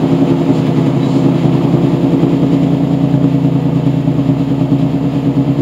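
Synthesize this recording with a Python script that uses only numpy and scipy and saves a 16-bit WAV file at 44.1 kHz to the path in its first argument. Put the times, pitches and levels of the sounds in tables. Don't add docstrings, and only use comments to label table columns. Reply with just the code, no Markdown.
import sys
import numpy as np
from scipy import signal
from scipy.fft import rfft, irfft, next_fast_len
from scipy.io import wavfile
from scipy.ndimage import uniform_filter1d

SR = 44100
rng = np.random.default_rng(int(sys.argv[2]) if len(sys.argv) > 2 else 0)


def file_out(sig):
    cols = np.atleast_2d(sig).T
    lim = np.clip(cols, -1, 1)
    pcm = np.round(lim * 32767).astype(np.int16)
    wavfile.write(sys.argv[1], SR, pcm)


N = 247401
TIME = np.arange(N) / SR

# (bank [0 or 1], timing offset at the tailpipe [ms], strength [dB])
CYLINDERS = [(0, -2.5, 2.5), (1, 0.84, 2), (1, 0.89, 8.5), (0, -1.4, 2), (1, 3, -4), (0, -0.44, 2),
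             (0, -1.27, -5), (1, 3, -5.5)]


def undb(db):
    return 10 ** (np.asarray(db) / 20)


def unit(x):
    return x / np.sqrt(np.mean(x ** 2))


def wander(rate_hz):
    return 1.2 * np.interp(TIME * rate_hz, np.arange(N), rng.standard_normal(N))


def swell(peak_s, width_s):
    return np.exp(-((TIME - peak_s) / width_s) ** 2 / 2)


def noise(colour):
    hz, db = np.transpose(colour)
    f = np.fft.rfftfreq(N, 1 / SR) + 1
    eq = undb(np.interp(np.log(f), np.log(hz), db))
    bass_rolloff = np.minimum(f / hz[0], 1) ** 2
    return unit(irfft(rfft(rng.standard_normal(N)) * eq * bass_rolloff, N))


def firings(fired, scatter_db=1.7, jitter_ms=0.2):
    k = np.arange(int(fired[-1]))
    bank, offset_ms, db = np.array(CYLINDERS)[k % len(CYLINDERS)].T
    jitter, scatter = rng.standard_normal((len(k), 2)).T
    arrival_s = np.interp(k, fired, TIME) + (offset_ms + jitter_ms * jitter) / 1000
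    at = np.clip(arrival_s * SR, 0, N - 1).astype(int)
    pulses = np.zeros((2, N))
    np.add.at(pulses, (bank.astype(int), at), undb(db + scatter_db * scatter))
    return pulses


def puffs(pulses, decay_s):
    pole = np.exp(-1 / (decay_s * SR))
    return unit(signal.lfilter([1], [1, -2 * pole, pole ** 2], pulses))


def resonate(x, modes):
    size = 2 * next_fast_len(N * 2 // 3)
    f = np.fft.rfftfreq(size, 1 / SR)
    power = sum(undb(db) ** 2 / (1 + ((f - hz) / width) ** 2) ** 2 for hz, width, db in modes)
    cepstrum = irfft(np.log(power) / 2)
    cepstrum[1:size // 2] *= 2
    cepstrum[size // 2 + 1:] = 0
    return irfft(rfft(x, size) * np.exp(rfft(cepstrum)))[:N]


def wall_echoes(x):
    # (delay [ms], gain [linear])
    echoes = [(11.73, 0.42), (28.67, 0.29)]
    return x + sum(gain * np.interp(TIME - ms / 1000, TIME, x, left=0) for ms, gain in echoes)


def exhaust(pulses, turbulence_db=-25):
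    # (frequency [Hz], half-width [Hz], bank 0 level [dB], bank 1 level [dB])
    resonances = [(46.7, 5.1, -20.5, -21), (75.8, 5.4, -22, -41.5), (128.7, 8.9, -35.5, -8),
                  (134.7, 3.9, -6, 1.5), (163.2, 6.73, -4, -4), (217.6, 14, -7, -15.5),
                  (258, 4.6, -14.5, -30), (273.33, 8.7, -1, -1.5), (293.5, 23, -12.5, -14),
                  (342.7, 4.93, -12.5, -6), (372.5, 5.3, -11, -42.5), (419.7, 8.5, -19.5, -22),
                  (480.7, 12.8, -14.5, -21), (569, 9.3, -22.5, -25.5), (608.4, 4.7, -23.5, -15),
                  (639, 12, -32, -31), (678, 20.5, -22.5, -29), (748.1, 5.1, -17.5, -41),
                  (840, 21, -33, -42), (986, 215, -41, -48)]
    tailpipes = []
    for bank, train in enumerate(pulses):
        swirl = train.std() * puffs(train, decay_s=0.0013) * rng.standard_normal(N)
        modes = np.array(resonances)[:, [0, 1, 2 + bank]]
        tailpipes.append(resonate(train + undb(turbulence_db) * swirl, modes))
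    return unit(wall_echoes(tailpipes[0]) + tailpipes[1])


def lope(fired, depth_db, crest, sharpness=4):
    angle = 2 * np.pi * (fired / len(CYLINDERS) - crest)
    return undb(depth_db * np.exp(sharpness * (np.cos(angle) - 1)))


def gas_rasp(pulses, steady=2.8):
    # (frequency [Hz], level [dB])
    colour = [(150, -26.5), (350, 0.5), (620, -1), (740, -2.5), (790, -12), (840, -0.5), (1000, -7.5),
              (1250, -10.5), (1500, -20.5), (2500, -24), (5000, -48)]
    flow = steady + puffs(np.sqrt(pulses.sum(0)), decay_s=0.0033)
    return unit(noise(colour) * flow)


def engine_bay(fired, tick_depth=0.25, tick_decay=0.11, flutter_db=1.0):
    # (frequency [Hz], level [dB])
    colour = [(700, -16.5), (1500, -6), (2000, 0.5), (3200, 0.5), (4200, -6), (5000, -11), (5900, -18),
              (6600, -14), (7400, -10.5), (8000, -37.5), (9000, -20.5), (11000, -24), (13500, -33),
              (15500, -25)]
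    ticks = 1 + tick_depth * np.exp(-(fired % 1) / tick_decay)
    hiss = noise(colour) * ticks * undb(flutter_db * wander(rate_hz=30))
    return unit(garage(hiss) * lope(fired, depth_db=2.0, crest=0.26, sharpness=1.9))


def garage(x, t60_s=0.43, wet=0.42):
    t = TIME[:SR // 2]
    tail = rng.standard_normal(len(t)) * undb(-60 * t / t60_s)
    return x + wet * signal.fftconvolve(x, tail / np.linalg.norm(tail))[:N]


def rough_tone(hz, width_hz, roughness=0.48):
    angle = 2 * np.pi * hz * TIME
    wavering = (1 + roughness * wander(width_hz)) * np.sin(angle)
    return unit(wavering + roughness * wander(width_hz) * np.cos(angle))


def whines():
    # (start [s], end [s], pitch [Hz], level [dB])
    tones = [(0, 5.7, 2716, -55), (0, 1.5, 6152, -62), (1.5, 5.7, 10632, -76), (1.5, 5.7, 12270, -66.5)]
    out = np.zeros(N)
    for start, end, hz, db in tones:
        gate = 1.0 * ((TIME >= start) & (TIME < end))
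        fade = uniform_filter1d(gate, SR // 10)
        out += undb(db) * fade * rough_tone(hz, width_hz=hz * 0.011)
    return out


def swishes():
    # (frequency [Hz], level [dB])
    colour = [(3000, -7), (4200, 5), (5900, -9), (7300, 0.5), (8000, -18), (9000, -12), (11000, -27),
              (15000, -26)]
    # (peak time [s], width [s], level [dB])
    swells = [(0.573, 0.035, -40.5), (1.15, 0.08, -40)]
    return noise(colour) * sum(undb(db) * swell(peak_s, width_s) for peak_s, width_s, db in swells)


def squeak():
    return undb(-37) * swell(peak_s=1.045, width_s=0.02) * rough_tone(hz=3900, width_hz=260)


def throttle(middle_s=2.37, length_s=1.4):
    return np.clip(0.5 - (TIME - middle_s) / length_s, 0, 1)


def scene(smoothest_hz=78.83, tuned_hz=81.58, tuned_width_hz=3.2):
    # (time [s], firing rate [Hz])
    idle_speed = [(0, 86.54), (.8, 84.4), (1.8, 81.28), (2.4, 79.84), (3.2, 78.27), (4.3, 74.6),
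                  (4.8, 74.62), (5.61, 72.23)]
    firing_hz = np.interp(TIME, *np.transpose(idle_speed))
    fired = np.cumsum(firing_hz) / SR
    pulses = firings(fired)
    away_hz = np.abs(firing_hz - smoothest_hz)
    surge = lope(fired, depth_db=-0.6 + 0.7651 * away_hz, crest=0.25 + 0.032 * away_hz)
    tuned_boost_db = 3 * np.exp(-((firing_hz - tuned_hz) / tuned_width_hz) ** 2)
    boom = undb(-12.3 + tuned_boost_db) * unit(exhaust(pulses) * surge)
    rasp = undb(-29.5 + 4.5 * throttle()) * gas_rasp(pulses)
    bay = undb(-39.5 + 3.5 * throttle()) * engine_bay(fired)
    return (boom + rasp + bay + swishes() + squeak() + whines())[None]


def record(dry, low_cut_hz=36, high_cut_hz=15750):
    low_cut = signal.butter(3, low_cut_hz, "high", fs=SR, output="sos")
    high_cut = signal.ellip(10, 0.1, 80, high_cut_hz, fs=SR, output="sos")
    heard = signal.sosfiltfilt(low_cut, dry, padtype="even", padlen=SR // 10)
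    return signal.sosfilt(high_cut, np.clip(heard, -1, 1))


dry = scene()
out = record(dry)
file_out(out)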